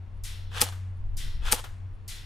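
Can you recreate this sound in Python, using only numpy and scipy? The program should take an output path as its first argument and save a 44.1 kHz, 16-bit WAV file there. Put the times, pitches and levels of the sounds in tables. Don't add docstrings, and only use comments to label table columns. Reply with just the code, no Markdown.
import sys
import numpy as np
from scipy import signal
from scipy.io import wavfile
from scipy.ndimage import uniform_filter1d

SR = 44100
rng = np.random.default_rng(int(sys.argv[2]) if len(sys.argv) > 2 else 0)


def dump(signal):
    limited = np.clip(np.atleast_2d(signal).T, -1, 1)
    pcm = np.round(limited * 32767).astype(np.int16)
    wavfile.write(sys.argv[1], SR, pcm)


N = 99225
T = np.arange(N) / SR


def amp(db):
    return 10 ** (np.asarray(db) / 20)


def at_hz(points, hz, column=1):
    p = np.array(points)
    return np.interp(np.log(hz), np.log(p[:, 0]), p[:, column])


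def curve(rows, column=1):
    p = np.array(rows)
    return np.interp(T, p[:, 0], p[:, column])


def swell(start, rise, t60, hold=0.):
    t = T - start
    rising = np.exp(np.clip(t / max(rise, 1e-4), -40, 0))
    falling = amp(-60 * np.clip(t - hold, 0, None) / t60)
    return np.where(t < 0, rising, falling)


def jitter():
    return uniform_filter1d(rng.standard_normal(N), size=100) * 10


# (frequency [Hz], likeness [0 to 1])
STEREO_LIKENESS = [(30, 0.93), (70, 0.68), (150, 0.54), (500, 0.65), (2000, 0.46), (6000, 0.92),
                   (14000, 0.46)]


def noise(spectrum, shape=lambda hz: 1):
    out, power = 0, 0
    edges = 14 * 2 ** np.arange(0, 10.3, 1 / 3)
    white = rng.standard_normal((2, 2, N))
    for k, (low, high) in enumerate(zip(edges, edges[1:])):
        hz = np.sqrt(low * high)
        if spectrum[0][0] * .9 < hz < spectrum[-1][0] * 1.1:
            band = signal.butter(2, [low, high], "band", fs=SR, output="sos")
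            mid, side = signal.sosfilt(band, white[k % 2])
            alike = np.clip(at_hz(STEREO_LIKENESS, hz), -1, 1)
            gain = amp(at_hz(spectrum, hz))
            stereo = np.sqrt(1 + alike) * mid + np.sqrt(1 - alike) * side * [[1], [-1]]
            out = out + gain * shape(hz) * stereo
            power += gain ** 2 * 4 * (high - low) / SR
    return out / np.sqrt(power)


def ring(drive, hz, t60):
    r, w = amp(-60 / (t60 * SR)), 2 * np.pi * hz / SR
    return signal.lfilter([0, np.sin(w)], [1, -2 * r * np.cos(w), r * r], drive + 1e-18)


def modes(table, envelope):
    white = rng.standard_normal((2, N))
    drive = envelope * (white[0] + .4 * white[1] * [[1], [-1]])
    out = 0
    for k, (hz, db, t60) in enumerate(table):
        even_out = np.sqrt(t60 * SR * len(table) / 40)
        out = out + (-1) ** k * amp(db) * ring(drive, hz, t60) / even_out
    return out


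# (time [s], frequency [Hz], level [dB])
HUM_PATH = [(0.0, 91, -38.5), (0.15, 91.37, -44), (0.49, 92.64, -38.5), (0.9, 92.87, -34.5),
            (1.23, 92.08, -44.5), (1.27, 92, -46.5), (1.3, 92.5, -41.5), (1.4, 92, -60), (1.43, 91.13, -72),
            (1.49, 91.5, -47), (1.7, 93.15, -44.5), (1.87, 93.57, -35.5), (1.95, 93.8, -50),
            (2.07, 92.5, -43), (2.14, 92.4, -63), (2.25, 98.1, -46)]
HUM_OCTAVE_DB = -28.5


def hum():
    phase = 2 * np.pi * np.cumsum(curve(HUM_PATH)) / SR
    tone = np.sin(phase) + amp(HUM_OCTAVE_DB) * np.sin(2 * phase)
    return np.sqrt(2) * amp(curve(HUM_PATH, column=2)) * tone


# (time [s], level [dB])
GUST_LEVELS = [(0.0, -40), (0.24, -37), (0.42, -42), (0.45, -37.5), (0.62, -38.5), (0.66, -47.5),
               (0.9, -43), (0.97, -47), (1.0, -33.5), (1.27, -28), (1.3, -34), (1.45, -27.5), (1.55, -40.5),
               (1.72, -37), (1.75, -45), (1.97, -40.5), (1.99, -41.5), (2.25, -42.5)]
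# (frequency [Hz], relative density [dB per Hz])
GUST_SPECTRUM = [(8.8, -30), (15, 5), (52, -4.5), (97, -18), (119, -21), (145, -26.5), (300, -53),
                 (390, -90), (660, -120)]


def wind_on_microphone():
    return amp(curve(GUST_LEVELS)) * noise(GUST_SPECTRUM)


# (frequency [Hz], relative density [dB per Hz])
TRAFFIC_SPECTRUM = [(65, -36.5), (110, -6.5), (124, -24), (179, -31.5), (535, -39.5), (1000, -39),
                    (1110, -42.5), (2710, -49.5), (7780, -68.5), (9920, -66.5), (14000, -88)]
TRAFFIC_DB = -51.5


def distant_traffic():
    return amp(TRAFFIC_DB) * noise(TRAFFIC_SPECTRUM)


# (time [s], length [s], level [dB])
INSECT_CHIRPS = [(.14, .06, -80), (.95, .06, -81), (1.10, .05, -81), (1.92, .06, -80)]
CHIRP_HZ, CHIRP_WIDTH_HZ = 9800, 72


def insect():
    song = ring(rng.standard_normal((2, N)), CHIRP_HZ, 6.1 / CHIRP_WIDTH_HZ)
    gate = 0
    for start, length, db in INSECT_CHIRPS:
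        gate = gate + amp(db) * np.sin(np.pi * np.clip((T - start) / length, 0, 1))
    return gate * song / song.std()


# (time [s], relative level [dB], second slap after strike [s], slap relative level [dB])
FAR_STRIKES = [(.236, -41, 0.028, -76), (1.168, -41, 0.036, -54), (2.078, -40.5, 0.028, -76)]
# (frequency [Hz], relative density [dB per Hz])
WASH_SPECTRUM = [(410, -52), (700, -19.5), (1040, -9.5), (1520, -6), (1660, -3.5), (2000, -5.5), (3070, -4),
                 (11700, -7.5), (15000, -27.5), (16000, -55)]
# (frequency [Hz], t60 [s])
WASH_T60 = [(1000, 0.69), (3500, 0.79), (7000, 0.39), (14000, 0.46)]
# (frequency [Hz], rise time constant [s])
WASH_RISE = [(1000, 0.09), (1900, 0.014), (3500, 0.012), (7000, 0.00067), (14000, 0.0011)]
# (frequency [Hz], relative density [dB per Hz])
FRONT_SPECTRUM = [(3000, -27), (5500, 11), (7500, -12), (9200, -16), (12500, 5), (15500, -15)]
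# (frequency [Hz], relative level [dB], t60 [s])
SHEET_MODES = [(1563, -12, 0.03), (1940, -4.5, .03), (2060, -8.5, 0.03), (2740, -8, 0.047),
               (3134, -3.5, 0.044), (3430, -1.5, 0.096), (3705, -0.5, 0.04), (4115, -2, 0.046),
               (4710, -8, 0.016), (5460, -4.5, 0.025)]
WASH_HOLD_S = 0.018
FRONT_DB, FRONT_T60_S = -4, 0.086
SHEET_DB, SLAP_T60_S = -5.5, 1


def strikes():
    def wash(hz):
        rise, t60 = at_hz(WASH_RISE, hz), at_hz(WASH_T60, hz)
        level = 0
        for s, db, *_ in FAR_STRIKES:
            onset = 1 - np.exp(-np.clip(T - s, 0, None) / rise)
            level = level + amp(db) * onset * swell(s, .001, t60, hold=WASH_HOLD_S)
        return level

    front = slaps = 0
    for s, db, after, slap_db in FAR_STRIKES:
        front = front + amp(db + FRONT_DB) * swell(s + 0.0016, 0.00079, FRONT_T60_S)
        slaps = slaps + amp(slap_db) * swell(s + after, 0.00062, SLAP_T60_S)
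    sheet = modes(SHEET_MODES, amp(SHEET_DB) * wash(2700) + slaps)
    return noise(WASH_SPECTRUM, wash) + sheet + front * noise(FRONT_SPECTRUM)


# (time [s], relative peak [dB])
MUZZLE_POPS = [(.6163, 0), (1.5246, 0)]
# (wind-up start before pop [s], gear level [dB], motor stop after pop [s],
#   latch after pop [s], latch level [dB], gears at start relative to gear level [dB], latch snap level [dB])
GEAR_CYCLES = [(.100, -37, 0.078, .106, -46.5, -14, -50), (0.11, -37.5, 0.076, .116, -43.5, -21, -43)]
# (frequency [Hz], relative density [dB per Hz])
GEAR_SPECTRUM = [(180, -60), (300, -37.5), (490, -9), (616, -17.5), (991, -6.5), (1090, -16.5), (1400, -2),
                 (2360, -15.5), (2970, -3.5), (4180, -16.5), (9640, -21), (13400, -30.5), (15000, -42)]
# (frequency [Hz], relative density [dB per Hz])
COAST_SPECTRUM = [(180, -39.5), (300, -8), (801, 1.5), (1250, -1.5), (1880, -4.5), (2360, -9), (2970, -0.5),
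                  (4620, -9), (10800, -12), (15000, -23.5)]
# (frequency [Hz], relative density [dB per Hz])
LATCH_SPECTRUM = [(180, -25), (300, -9.5), (1700, -0.5), (2140, -14), (3220, -6.5), (8880, -32),
                  (12900, -20), (15000, -56)]
# (frequency [Hz], relative level [dB], t60 [s])
HOUSING_MODES = [(770, -9, 0.027), (1060, -10, 0.014), (1364, -6.5, 0.058), (1687, -7, 0.034),
                 (2567, -3, 0.087), (3400, -6.5, 0.0083), (4110, -14.5, .03), (4930, -13.5, .015)]
WIND_RISE_S, WIND_DULL_DB_PER_OCT = 0.048, 2
ENGAGE_DB, ENGAGE_T60_S = 0, 0.045
COAST_DB, COAST_FALL_DB_PER_S, STOP_T60_S = -1.5, 44.5, 0.083
HALT_DB = -14
LATCH_T60_S, LATCH_SNAP_HOLD_S, LATCH_SNAP_T60_S = 0.22, 0.0055, 0.059
LATCH_RING_DB = -14
TEETH_PER_S, TOOTH_DEPTH, GRIT_DB = 260, 0.27, 2


def gearbox():
    cycles = [(pop[0], *cycle) for pop, cycle in zip(MUZZLE_POPS, GEAR_CYCLES)]

    def wind_up(hz):
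        level = 0
        for s, lead, db, _, _, _, start_db, _ in cycles:
            dull_start = start_db - WIND_DULL_DB_PER_OCT * np.log2(hz / 1000)
            climb = np.interp(T - s + lead, [0, WIND_RISE_S], [dull_start, 0])
            level = level + amp(db + climb) * swell(s - lead, 0.0054, 0.076, hold=lead)
        return level

    bite = coast = latch = snap = 0
    for s, lead, db, stop, drop, latch_db, start_db, snap_db in cycles:
        bite = bite + amp(db + start_db + ENGAGE_DB) * swell(s - lead, .0005, ENGAGE_T60_S)
        slowing = amp(db + COAST_DB - COAST_FALL_DB_PER_S * np.clip(T - s, 0, 1))
        coast = coast + slowing * swell(s, 0.0017, STOP_T60_S, hold=stop)
        coast = coast + amp(db + HALT_DB) * swell(s + stop - .006, .002, 0.015)
        latch = latch + amp(latch_db) * swell(s + drop, 0.00029, LATCH_T60_S)
        snap_shape = swell(s + drop, 0.00057, LATCH_SNAP_T60_S, hold=LATCH_SNAP_HOLD_S)
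        snap = snap + amp(snap_db) * snap_shape
    turn = np.cumsum(TEETH_PER_S / SR * (1 + .3 * jitter()))
    teeth = 1 + TOOTH_DEPTH * np.sin(2 * np.pi * turn)
    teeth = teeth * amp(GRIT_DB * jitter())
    housing = modes(HOUSING_MODES, wind_up(2000) + bite + amp(LATCH_RING_DB) * snap)
    whirr = noise(GEAR_SPECTRUM, wind_up) + housing
    turning = teeth * (whirr + coast * noise(COAST_SPECTRUM))
    return turning + latch * noise(LATCH_SPECTRUM) + snap * noise(COAST_SPECTRUM)


# (frequency [Hz], relative density [dB per Hz], t60 [s])
YARD_TAIL = [(498, -5.5, .3), (1520, -4, 1), (4000, -3.5, .55), (9700, -3, 0.47), (15000, -22, .2)]
YARD_DB = -42.5


def yard_tail():
    def decay(hz):
        t60 = at_hz(YARD_TAIL, hz, column=2)
        return sum(swell(s + 0.0072, 0.0066, t60) for s, _ in MUZZLE_POPS)
    return amp(YARD_DB) * noise(YARD_TAIL, decay)


# (time from pop [s], relative level [dB])
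PISTON_KNOCKS = [(-.006, -12.5), (-.0004, -8.5), (.0050, 4.5), (.0073, 1.5), (.0097, -4.5), (0.0133, -3.5)]
# (frequency [Hz], relative level [dB], t60 [s])
SHELL_MODES = [(129.2, -9.5, .03), (264, -10, 0.07), (315, -10, 0.044), (494, -11.5, 0.065),
               (623.7, -9, 0.03), (850, -3, 0.025), (1120, -13, 0.025), (1234, -5, 0.013),
               (2538, -13.5, 0.019), (3660, -23.5, 0.033)]
SHELL_DB = -26


def shell():
    knock = np.zeros(N)
    for s, db in MUZZLE_POPS:
        for at, knock_db in PISTON_KNOCKS:
            knock[int((s + at) * SR)] -= amp(db + SHELL_DB + knock_db)
    return sum(amp(db) * ring(knock, hz, t60) for hz, db, t60 in SHELL_MODES)


# (time from pop [s], level relative to pop [dB], rise [s], t60 [s])
AIR_BURSTS = [(-.010, -29, .0005, .025), (-.0063, -23, .0003, .006), (-.003, -21, .0007, .04),
              (-.0009, -20, .0004, .003), (.0012, -28, .0008, .05), (.0052, -22, .0005, .012),
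              (.013, -29, .002, .04), (.021, -32, .002, .07)]
# (frequency [Hz], relative density [dB per Hz])
AIR_SPECTRUM = [(590, -35.5), (1000, -5), (1480, -9), (2740, -3.5), (3930, -6), (5630, -2.5), (6110, -6),
                (8850, -3), (13100, -5.5), (16000, -16)]


def rushing_air():
    rush = 0
    for s, db in MUZZLE_POPS:
        for at, burst_db, rise, t60 in AIR_BURSTS:
            rush = rush + amp(db + burst_db) * swell(s + at, rise, t60)
    return rush * noise(AIR_SPECTRUM)


# (frequency [Hz], relative level [dB], right lag [samples])
JET_TONES = [(2300, -12.5, 0), (4200, -12, 0), (6000, -13, 1), (8700, -3.5, 1), (13000, -6.5, 2)]
POP_S = .0011
FENCE_S, FENCE_DB, FENCE_RIGHT_DB = .0047, -7, -6
SQUEAK_S, SQUEAK_HZ, SQUEAK_DB, SQUEAK_T60_S = .0011, 12800, -7.5, .004
SQUEAK_RIGHT_LAG = 2


def muzzle_pop():
    click, nozzle = np.zeros((2, N)), np.zeros((2, N))
    for s, db in MUZZLE_POPS:
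        click[:, int((s - POP_S / 2) * SR)] += amp(db)
        echo_db = db + FENCE_DB + np.array([0, FENCE_RIGHT_DB])
        click[:, int((s + FENCE_S - POP_S / 2) * SR)] += amp(echo_db)
        nozzle[[0, 1], int((s - SQUEAK_S) * SR) - 8 + np.array([0, SQUEAK_RIGHT_LAG])] += amp(db)
    sample = np.arange(int(POP_S * SR))
    jet = 0
    for hz, db, right_lag in JET_TONES:
        t = (sample - np.array([[0], [right_lag]])) / SR - POP_S / 2
        polarity = np.sign(7000 - hz)
        jet = jet + amp(db) * polarity * np.sin(2 * np.pi * hz * t)
    jet = jet * np.hanning(len(sample))
    pop = signal.fftconvolve(click, jet, axes=1)[:, :N]
    return pop + amp(SQUEAK_DB) * ring(nozzle, SQUEAK_HZ, SQUEAK_T60_S)


LEFT_DB = 1.0


def scene():
    background = hum() + wind_on_microphone() + distant_traffic() + insect()
    shots = yard_tail() + shell() + rushing_air() + muzzle_pop()
    return (background + strikes() + gearbox() + shots) * amp([[LEFT_DB], [-LEFT_DB]])


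OVERLOAD_TOP, CUTOFF_HZ = .88, 16900


def record(dry):
    rounded = OVERLOAD_TOP * np.tanh(dry / OVERLOAD_TOP)
    return signal.sosfilt(signal.cheby2(12, 70, CUTOFF_HZ, fs=SR, output="sos"), rounded)


dry = scene()
out = record(dry)
dump(out)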